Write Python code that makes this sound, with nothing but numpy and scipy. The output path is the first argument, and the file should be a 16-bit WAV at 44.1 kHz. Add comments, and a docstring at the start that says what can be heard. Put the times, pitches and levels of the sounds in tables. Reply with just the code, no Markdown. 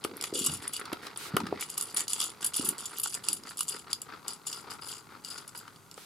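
"""Dry kibble rattles and clinks in ceramic bowls as two cats eat in a quiet stairwell, one close, one farther.
Muzzles stir the food in bouts, and each collision excites the resonant modes of a bowl.
In between, jaws chew and smack, ringing the cavity of the mouth, and teeth crack single pieces.
A few dull bumps, short low rubs and brushes of fur sound close by, over a steady hush."""
import sys
import numpy as np
from scipy import signal
from scipy.fft import rfft, irfft
from scipy.io import wavfile
from scipy.ndimage import uniform_filter1d, map_coordinates

SR = 44100
rng = np.random.default_rng(int(sys.argv[2]) if len(sys.argv) > 2 else 0)


def to_wav(s):
    """Save 16-bit WAV."""
    ch = np.atleast_2d(s).T  # columns
    pcm = np.round(np.clip(ch, -1, 1) * 32767)  # PCM
    wavfile.write(sys.argv[1], SR, pcm.astype(np.int16))


N = 266805


def from_db(db):
    """Amplitude ratio of a level in decibels."""
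    return 10 ** (np.asarray(db) / 20)


def rms_one(x):
    """Normalisation to unit rms."""
    return x / np.sqrt(np.mean(x ** 2) + 1e-20)


def at_level(sound, db, size):
    """Normalisation of a transient by the rms of its first samples."""
    return sound * from_db(db) / np.sqrt(np.mean(sound[:, :size] ** 2))


def in_time(rows):
    """Linear interpolation of (time_s, value) rows at every sample."""
    return np.interp(np.arange(N) / SR, *np.transpose(rows))


def swells(rows):
    """Amplitude envelope: one elliptical arch for each (start_s, length_s, level_db)."""
    t = np.arange(N) / SR
    return sum(from_db(db) * np.sqrt(np.maximum(1 - (2 * (t - s) / length - 1) ** 2, 0))
               for s, length, db in rows)


def panned(x, left_db):
    """Level difference between channels: positive values move the sound left."""
    return np.array([x[0] * from_db(left_db / 2), x[1] * from_db(-left_db / 2)])


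def two_mics(force, spread):
    """Partial decorrelation: each impulse reaches the two microphones with unequal strength."""
    return force * (1 + spread * rng.standard_normal(len(force)) * np.array([[1], [-1]]))


def add(out, sound, start_s):
    """Superposition of a sound onto the mix."""
    i = max(0, round(start_s * SR))
    out[:, i:i + sound.shape[1]] += sound[:, :N - i]


def rolloff(x, order, hz, kind="low"):
    """Maximally flat low-pass or high-pass filter."""
    return signal.sosfilt(signal.butter(order, hz, kind, fs=SR, output="sos"), x)


def resonance(x, hz, width_hz):
    """Damped oscillator: two poles, unit gain at the peak."""
    r = np.exp(-np.pi * width_hz / SR)
    feedback = [1, -2 * r * np.cos(2 * np.pi * hz / SR), r * r]
    return signal.lfilter(np.array([1, 0, -1]) * (1 - r * r) / 2, feedback, x + 1e-18)


def coloured(x, spectrum, size=4096):
    """Minimum-phase filter that follows (frequency_hz, gain_db) rows."""
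    hz, db = np.transpose(spectrum)
    f = np.maximum(np.arange(size // 2 + 1) * SR / size, 1)
    below_db = 20 * np.log10(np.minimum(f / hz[0], 1))
    cepstrum = irfft(np.log(from_db(np.interp(np.log(f), np.log(hz), db) + below_db)))
    cepstrum[1:size // 2] *= 2   # folding the cepstrum makes the response causal
    cepstrum[size // 2 + 1:] = 0
    response = irfft(np.exp(rfft(cepstrum)))
    return signal.fftconvolve(x, response[None], axes=1)[:, :x.shape[1]]


def grains(per_s, size_db, spread, grain_s):
    """Shot noise: random collisions of uneven size, each decaying exponentially; unit rms."""
    onsets = rng.random(N) < per_s / SR
    power = onsets * from_db(size_db * np.minimum(rng.exponential(1, N), 3)) ** 2
    power = signal.lfilter([1], [1, -np.exp(-2 / (grain_s * SR))], power + 1e-12)
    power = power / (uniform_filter1d(power, size=1300) + .1 * power.mean())   # evens out slow swings
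    return rms_one(two_mics(np.sqrt(power) * rng.standard_normal(N), spread))


def contact(chatter_s, spread, size=3000):
    """Impact force: a chatter of tiny rebounds that stops abruptly, then a faint slide."""
    t = np.arange(size) / SR
    envelope = np.exp(-(t / chatter_s) ** 3) + from_db(-25) * np.exp(-t / .006)
    attack = 1 - np.exp(-t / .0001)
    return two_mics(rng.standard_normal(size) * envelope * attack, spread)


# spectrum of the indoor hush: frequency_hz, gain_db
HUSH_SPECTRUM = [(25, -14), (45, -23), (100, -2.5), (160, -1), (330, -9.5), (620, -17.5), (1050, -10.5),
                 (1400, -9), (1800, -29), (4900, -30), (6200, -21), (10000, -22), (16000, -27)]

def room_tone():
    """Stationary noise, strongest in the bass, gives a steady hush."""
    noise = two_mics(rng.standard_normal(N), spread=.49)
    return from_db(-57) * rms_one(coloured(noise, HUSH_SPECTRUM))


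def stairwell(x, t60_s, wet_db):
    """Reverberation: a diffuse exponential tail, different on each side, follows the direct sound."""
    t = np.arange(N // 14) / SR
    tail = rng.standard_normal((2, len(t))) * from_db(-60 * t / t60_s) * (t > .004)
    tail = tail / np.sqrt(np.sum(tail ** 2) / 2)
    return x + from_db(wet_db) * signal.fftconvolve(x, tail, axes=1)[:, :N]


# spectrum of brushing fur: frequency_hz, gain_db
FUR_SPECTRUM = [(1500, -1), (4000, 2.5), (6200, -3), (9000, -1), (15000, -7.5)]
# fur brushes past: start_s, length_s, level_db
FUR_STROKES = [(1.02, 0.07, -50.5), (1.175, 0.13, -42.5), (5.96, 0.11, -51)]

def brushing():
    """Friction noise: fur gives a smooth hiss that swells with each stroke."""
    noise = two_mics(rng.standard_normal(N), spread=.7)
    return rms_one(coloured(noise, FUR_SPECTRUM)) * swells(FUR_STROKES)


# something soft rubs close by: start_s, length_s, relative_level_db, pitch_hz, fall_octaves_per_s
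SOFT_RUBS = [(0.044, 0.13, -46, 373.3, 0.35), (0.322, .16, -40.5, 440, 4), (0.479, .13, -43, 165.4, 5.53),
             (1.338, 0.24, -41, 266.5, 0.52), (2.599, .15, -43, 299.8, 0.44),
             (3.292, .17, -53.5, 305, 0.26)]

def rubbing(slip_hz=95, fade_db=4.5):
    """Amplitude modulation: uneven slips roughen a low tone that sinks and fades as the stroke slows."""
    out = np.zeros((2, N))
    for s, length, db, hz, fall in SOFT_RUBS:
        t = np.arange(0, length, 1 / SR)
        noise = two_mics(rng.standard_normal(N // 2), spread=.12)
        slips = rms_one(rolloff(noise, 2, slip_hz)[:, -len(t):])
        tone = np.sin(2 * np.pi * np.cumsum(hz * 2 ** (-fall * t)) / SR)
        envelope = from_db(db + 3 - fade_db * t / length) * signal.windows.tukey(len(t), .08)
        add(out, slips * tone * envelope, s)
    return rolloff(out, 4, 75, "high")


# soft blows: start_s, level_db, pitch_hz
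DULL_BUMPS = [(0.048, -32.5, 367), (0.326, -35.5, 368), (0.412, -40, 236), (0.495, -42, 137),
              (0.9276, -34, 318), (1.338, -29.5, 160), (1.345, -31.5, 224), (1.367, -30, 357),
              (1.434, -33, 193), (1.525, -29, 383), (1.526, -33.5, 765), (2.595, -33, 282)]

def bumps():
    """Heavy damping: a soft blow dies within a few cycles and has little deep bass."""
    out, t = np.zeros((2, N)), np.arange(N // 40) / SR
    for s, db, hz in DULL_BUMPS:
        thud = np.sin(2 * np.pi * hz * t) * np.exp(-t * hz) * (1 - np.exp(-t / .00086))
        add(out, at_level(np.array([thud, thud]), db, size=530), s)
    return rolloff(out, 4, 85, "high")


# spectrum of mouth sounds: frequency_hz, gain_db
MOUTH_SPECTRUM = [(150, -11.5), (400, 0), (630, -13), (850, -5), (1050, -8), (1370, -5), (1680, -14),
                  (2050, -10.5), (3000, -15.5), (4800, -11.5), (8000, -45), (16000, -120)]
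# strokes of jaw or tongue: peak_s, length_s, relative_level_db, resonance_hz
JAW_STROKES = [(0.229, 0.14, -47.5, 2140), (0.508, 0.12, -46, 1280), (0.652, 0.12, -45, 1780),
               (0.811, 0.067, -40.5, 1580), (0.909, 0.15, -42.5, 1260), (1.06, 0.15, -44, 1710),
               (1.284, 0.34, -47, 1410), (1.456, 0.24, -47.5, 1340), (1.598, 0.15, -44.5, 2000),
               (1.813, 0.27, -51.5, 1180), (1.991, 0.13, -42, 1880), (2.214, 0.29, -48.5, 1220),
               (2.439, 0.1, -46, 1610), (2.684, 0.48, -47, 1300), (2.943, 0.12, -46.5, 1550),
               (3.165, 0.1, -48, 1770), (3.288, 0.14, -48.5, 1190), (3.491, 0.1, -42.5, 1460),
               (3.75, 0.11, -44.5, 1350), (3.898, 0.11, -46, 1330), (4.125, 0.15, -43.5, 1330),
               (4.284, 0.18, -48, 1070), (4.544, 0.23, -50, 1210), (4.696, 0.15, -44.5, 1040),
               (4.858, 0.39, -49, 1220), (5.139, 0.15, -50, 1360), (5.365, 0.26, -49.5, 1350),
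               (5.63, 0.31, -56.5, 1450)]
# direction of the chewing: time_s, left_over_right_db
CHEWING_PAN = [(3.3, -0.5), (4.2, 4), (5.4, 3), (5.9, 2)]

def chewing(edge_db=23):
    """Cavity resonance: the mouth filters wet crackle in strokes that fall edge_db below the peak halfway to
    their ends."""
    crackle = grains(per_s=300, size_db=3.5, spread=.3, grain_s=.004)
    crackle = rms_one(coloured(crackle, MOUTH_SPECTRUM))
    t = np.arange(N) / SR
    out = crackle * from_db(-50 - 1.7 * t)   # faint licking, slowly fading
    for s, length, db, hz in JAW_STROKES:
        span = np.abs(t - s) < length
        hollow = resonance(crackle[:, span], hz, width_hz=500) + from_db(-11) * crackle[:, span]
        swell_db = db - edge_db * (2 * (t[span] - s) / length) ** 2
        out[:, span] += rms_one(hollow) * from_db(swell_db)
    return panned(from_db(-2.5) * out, in_time(CHEWING_PAN))


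# spectrum of a dry click of kibble or teeth: frequency_hz, gain_db
CLICK_SPECTRUM = [(200, -7), (700, -19.5), (1200, 9.5), (2100, -26.5), (3000, 5), (4200, -1.5), (7000, -8),
                  (10000, -4.5), (12000, -18), (14000, -17), (16500, -8)]
# lips and teeth snap shut: start_s, level_db, pitch_hz, left_over_right_db
JAW_SNAPS = [(0.047, -31, 1380, 3.5), (0.239, -37, 2280, -3), (0.672, -45, 1880, -1),
             (0.802, -43.5, 1200, 2), (0.854, -40, 3300, 0), (0.929, -32, 1010, 1.5), (1.067, -38, 3030, 0),
             (1.16, -43.5, 3560, -3), (1.3669, -22, 1220, 1), (1.402, -33, 900, 4),
             (1.467, -37.5, 1840, -1), (1.624, -37, 2280, 2), (3.058, -36.5, 1180, -2),
             (4.716, -43, 1000, 8), (5.549, -42.5, 1340, -1), (5.678, -44.5, 1280, 3), (5.977, -43, 785, 1)]

def smacks():
    """Impulse excitation: a snap of the jaw rings the mouth, with a sharp edge from the teeth."""
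    out = np.zeros((2, N))
    for s, db, hz, left_db in JAW_SNAPS:
        force = contact(chatter_s=.0055, spread=.3)
        cavity = resonance(coloured(force, MOUTH_SPECTRUM), hz, width_hz=590)
        teeth = from_db(-22.5) * coloured(force, CLICK_SPECTRUM)
        add(out, panned(at_level(cavity + teeth, db, size=350), left_db), s)
    return out


# teeth break a piece: start_s, level_db
FRACTURES = [(0.047, -34.5), (0.1685, -39.5), (0.9287, -43.5), (1.366, -29.5), (1.6097, -34), (2.6883, -25),
             (2.9845, -32), (3.0164, -39), (3.034, -27), (3.33, -47), (3.631, -36), (5.5752, -40),
             (5.588, -44)]

def cracks():
    """Brittle fracture: a piece snaps between the teeth in a short, bright burst."""
    out = np.zeros((2, N))
    for s, db in FRACTURES:
        burst = resonance(contact(chatter_s=.0022, spread=.3), hz=11500, width_hz=4000)
        add(out, at_level(rolloff(burst, 6, 14000), db, size=220), s)
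    return out


# modes of the filled bowls: frequency_hz, width_hz, near_bowl_db, far_bowl_db
BOWL_MODES = [(1350, 160, -19, -16), (2905, 75, -7, -7), (3490, 70, -7.5, -17), (4660, 190, -10, -11),
              (4880, 120, -11, 6), (5480, 100, -11, -16), (6110, 140, -18, -17), (6800, 220, -13, -16),
              (7150, 220, -7, -4), (7740, 160, -8, -8), (8090, 160, -11, -10), (9145, 110, -9, -11),
              (9780, 190, 2, -3), (10330, 170, -14, -6), (11000, 110, -10, -11), (11480, 170, -13, -12),
              (11900, 220, -13, -16)]

def bowl(force, far, click_db, wander_db):
    """Modal ringing plus the kibble's dry click; each mode's strength wanders with the spot struck."""
    t = np.arange(force.shape[1]) / SR
    spot_times = np.arange(0, t[-1] + .06, .03)
    ring = 0
    for hz, width, near_db, far_db in BOWL_MODES:
        spot_db = wander_db * np.interp(t, spot_times, rng.standard_normal(len(spot_times)))
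        mode_db = near_db + far * (far_db - near_db) + spot_db
        ring = ring + from_db(mode_db) * resonance(force, hz, width)
    return ring + from_db(click_db) * coloured(force, CLICK_SPECTRUM)


# kibble is dragged along the glaze: start_s, length_s, level_db
GLAZE_DRAGS = [(0.335, 0.19, -40), (0.725, 0.063, -40)]

def scraping():
    """Stick-slip friction: dragged kibble catches so often that the near bowl keeps ringing."""
    slips = grains(per_s=260, size_db=3, spread=.3, grain_s=.003)
    force = resonance(slips, hz=3300, width_hz=1800) + from_db(-26) * slips
    return rms_one(bowl(force, far=0, click_db=-24, wander_db=3)) * swells(GLAZE_DRAGS)


# a muzzle pushes through the kibble: start_s, length_s, relative_level_db
MUZZLE_PUSHES = [(0.238, 0.045, -46.5), (0.344, 0.17, -36.5), (0.518, 0.046, -41.5), (0.624, 0.018, -48.5),
                 (0.731, 0.035, -43.5), (1.604, 0.026, -39), (1.686, 0.057, -48), (1.777, 0.14, -42.5),
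                 (1.968, 0.031, -31.5), (2.098, 0.14, -39), (2.199, 0.029, -30.5), (2.241, 0.051, -41.5),
                 (2.416, 0.054, -40.5), (2.542, 0.16, -35.5), (2.787, 0.17, -45), (2.966, 0.023, -43.5),
                 (3.038, 0.033, -37), (3.101, 0.054, -43), (3.24, 0.036, -45), (3.284, 0.085, -43),
                 (3.47, 0.04, -45.5), (3.582, 0.042, -42.5), (3.68, 0.12, -43.5), (3.908, 0.011, -47),
                 (4.281, 0.057, -46.5), (4.468, 0.14, -43.5), (4.704, 0.034, -47), (4.82, 0.1, -49.5),
                 (4.872, 0.11, -45), (5.246, 0.17, -47), (5.558, 0.042, -50.5)]

def pushing(attack_s=.0098, sag_db_per_s=61, settle_db_per_s=405):
    """Incoherent sum: pushes add in power; each bites in, eases off, then the kibble settles."""
    power = np.zeros((1, N))
    t = np.arange(SR // 2) / SR - attack_s
    for s, length, db in MUZZLE_PUSHES:
        rise = np.clip(1 + t / attack_s, 0, 1)
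        fall_db = sag_db_per_s * np.maximum(t, 0) + settle_db_per_s * np.maximum(t - length, 0)
        add(power, (rise * from_db(db - fall_db))[None] ** 2, s - attack_s)
    return np.sqrt(power[0])


# which bowl is heard most: time_s, far_fraction (0 near bowl, 1 far bowl)
BOWL_BLEND = [(0, 0.21), (2.7, 0.2), (3.3, 0.51), (4.0, 0.75)]
# resonances of large to small pieces: pitch_hz
PIECE_PITCHES = [2980, 5580, 7570, 9520]
PIECE_WIDTH_HZ = 3530

def stirring():
    """Random forcing: hundreds of collisions a second under a pushing muzzle keep the bowl ringing."""
    force = 0
    for hz in PIECE_PITCHES:
        hits = grains(per_s=130, size_db=3, spread=.46, grain_s=.002)
        force = force + resonance(hits, hz, PIECE_WIDTH_HZ) + from_db(-23.5) * hits
    rattle = bowl(force * pushing(), in_time(BOWL_BLEND), click_db=-14, wander_db=3.5)
    return from_db(12.5) * rattle


# single pieces hit the bowl: start_s, relative_level_db, pitch_hz, chatter_s
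KIBBLE_HITS = [(0.0397, -27.5, 3600, 0.0047), (0.2116, -26, 4800, 0.0011), (0.2251, -27, 9400, 0.0012),
               (0.2391, -23, 5270, 0.0025), (0.39, -22.5, 9400, 0.0058), (0.441, -25, 9700, 0.0035),
               (0.448, -22.5, 7840, 0.0065), (0.462, -16, 9400, 0.0034), (0.4658, -16.5, 8000, 0.0087),
               (0.5366, -25, 7940, 0.0039), (0.678, -22, 9200, 0.002), (0.733, -26, 9500, 0.0071),
               (0.765, -27, 9300, 0.0019), (0.7961, -31.5, 9500, 0.0034), (1.174, -26.5, 8500, 0.001),
               (1.7005, -28, 8750, 0.0022), (1.7779, -19.5, 9000, 0.0046), (1.8105, -20, 8500, 0.0018),
               (1.823, -24, 9400, 0.0065), (1.9446, -25.5, 9800, 0.0022), (1.9704, -20, 9400, 0.0028),
               (1.993, -25, 7800, 0.0032), (2.0062, -22, 9700, 0.002), (2.08, -24, 5500, 0.0038),
               (2.1325, -16.5, 8500, 0.003), (2.4439, -17.5, 9600, 0.0076), (2.4613, -19, 9400, 0.014),
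               (2.542, -28, 8800, 0.006), (2.5633, -21.5, 10200, 0.0093), (2.647, -25, 10800, 0.025),
               (2.6895, -15, 8100, 0.0034), (2.781, -31, 7700, 0.0026), (2.8554, -26.5, 7140, 0.011),
               (2.998, -22, 11100, 0.005), (3.037, -20.5, 8400, 0.0049), (3.142, -24, 6200, 0.0036),
               (3.1492, -24, 7100, .003), (3.2853, -14.5, 5900, 0.0024), (3.3297, -17, 9650, 0.0033),
               (3.4353, -38.5, 4850, .003), (3.5717, -30.5, 9700, 0.002), (3.5914, -23.5, 9150, 0.0018),
               (3.6071, -17.5, 9800, 0.0039), (3.6814, -27, 7340, 0.0025), (3.6874, -23, 7300, 0.0022),
               (3.6928, -23, 9700, 0.005), (3.93, -17, 5400, 0.0023), (4.017, -27.5, 8800, 0.0031),
               (4.281, -23.5, 8550, 0.0022), (4.467, -26, 8300, 0.011), (4.5275, -27.5, 5370, 0.0082),
               (4.9142, -32.5, 4890, 0.006), (5.2475, -33, 4470, 0.0033), (5.3033, -37.5, 4640, 0.026),
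               (5.3782, -34, 4970, .012), (5.4774, -34, 9400, 0.0059), (5.4906, -40, 4940, 0.0061),
               (5.76, -46, 3420, 0.0039), (5.913, -38.5, 5540, 0.0017), (5.9422, -41.5, 3430, 0.00041)]

def clinks():
    """Selective excitation: the broad resonance of each piece picks out some of the bowl's modes."""
    out = np.zeros((2, N))
    for s, db, hz, chatter_s in KIBBLE_HITS:
        impact = contact(chatter_s, spread=.42)
        force = resonance(impact, hz, PIECE_WIDTH_HZ) + from_db(-10) * impact
        far = np.interp(s, *np.transpose(BOWL_BLEND))
        clink = bowl(force, far, click_db=-16, wander_db=3.5)
        add(out, at_level(clink, db - 6, size=220), s)
    return out


# direction of the kibble: time_s, left_over_right_db
KIBBLE_PAN = [(0.5, 1.5), (3.0, 0), (3.6, 1), (5.3, 3.5), (6.05, -2)]

def scene():
    """Superposition: the eating reverberates in the stairwell; rubs, fur and hush are added dry."""
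    kibble = panned(clinks() + stirring() + scraping(), in_time(KIBBLE_PAN))
    eating = kibble + cracks() + chewing() + smacks() + bumps()
    return stairwell(eating, t60_s=.12, wet_db=-9.5) + rubbing() + brushing() + room_tone()


def record(dry):
    """Delay and band limiting: the right microphone hears slightly later, and both lose the very top."""
    lag_s, dull_hz, cutoff_hz = .000011, 15000, 17000
    right = map_coordinates(dry[1], [np.arange(N) - lag_s * SR], order=3, mode="nearest")
    dull = rolloff(np.array([dry[0], right]), 6, dull_hz)
    return signal.sosfilt(signal.cheby2(14, 70, cutoff_hz, fs=SR, output="sos"), dull)


dry = scene()
out = record(dry)
to_wav(out)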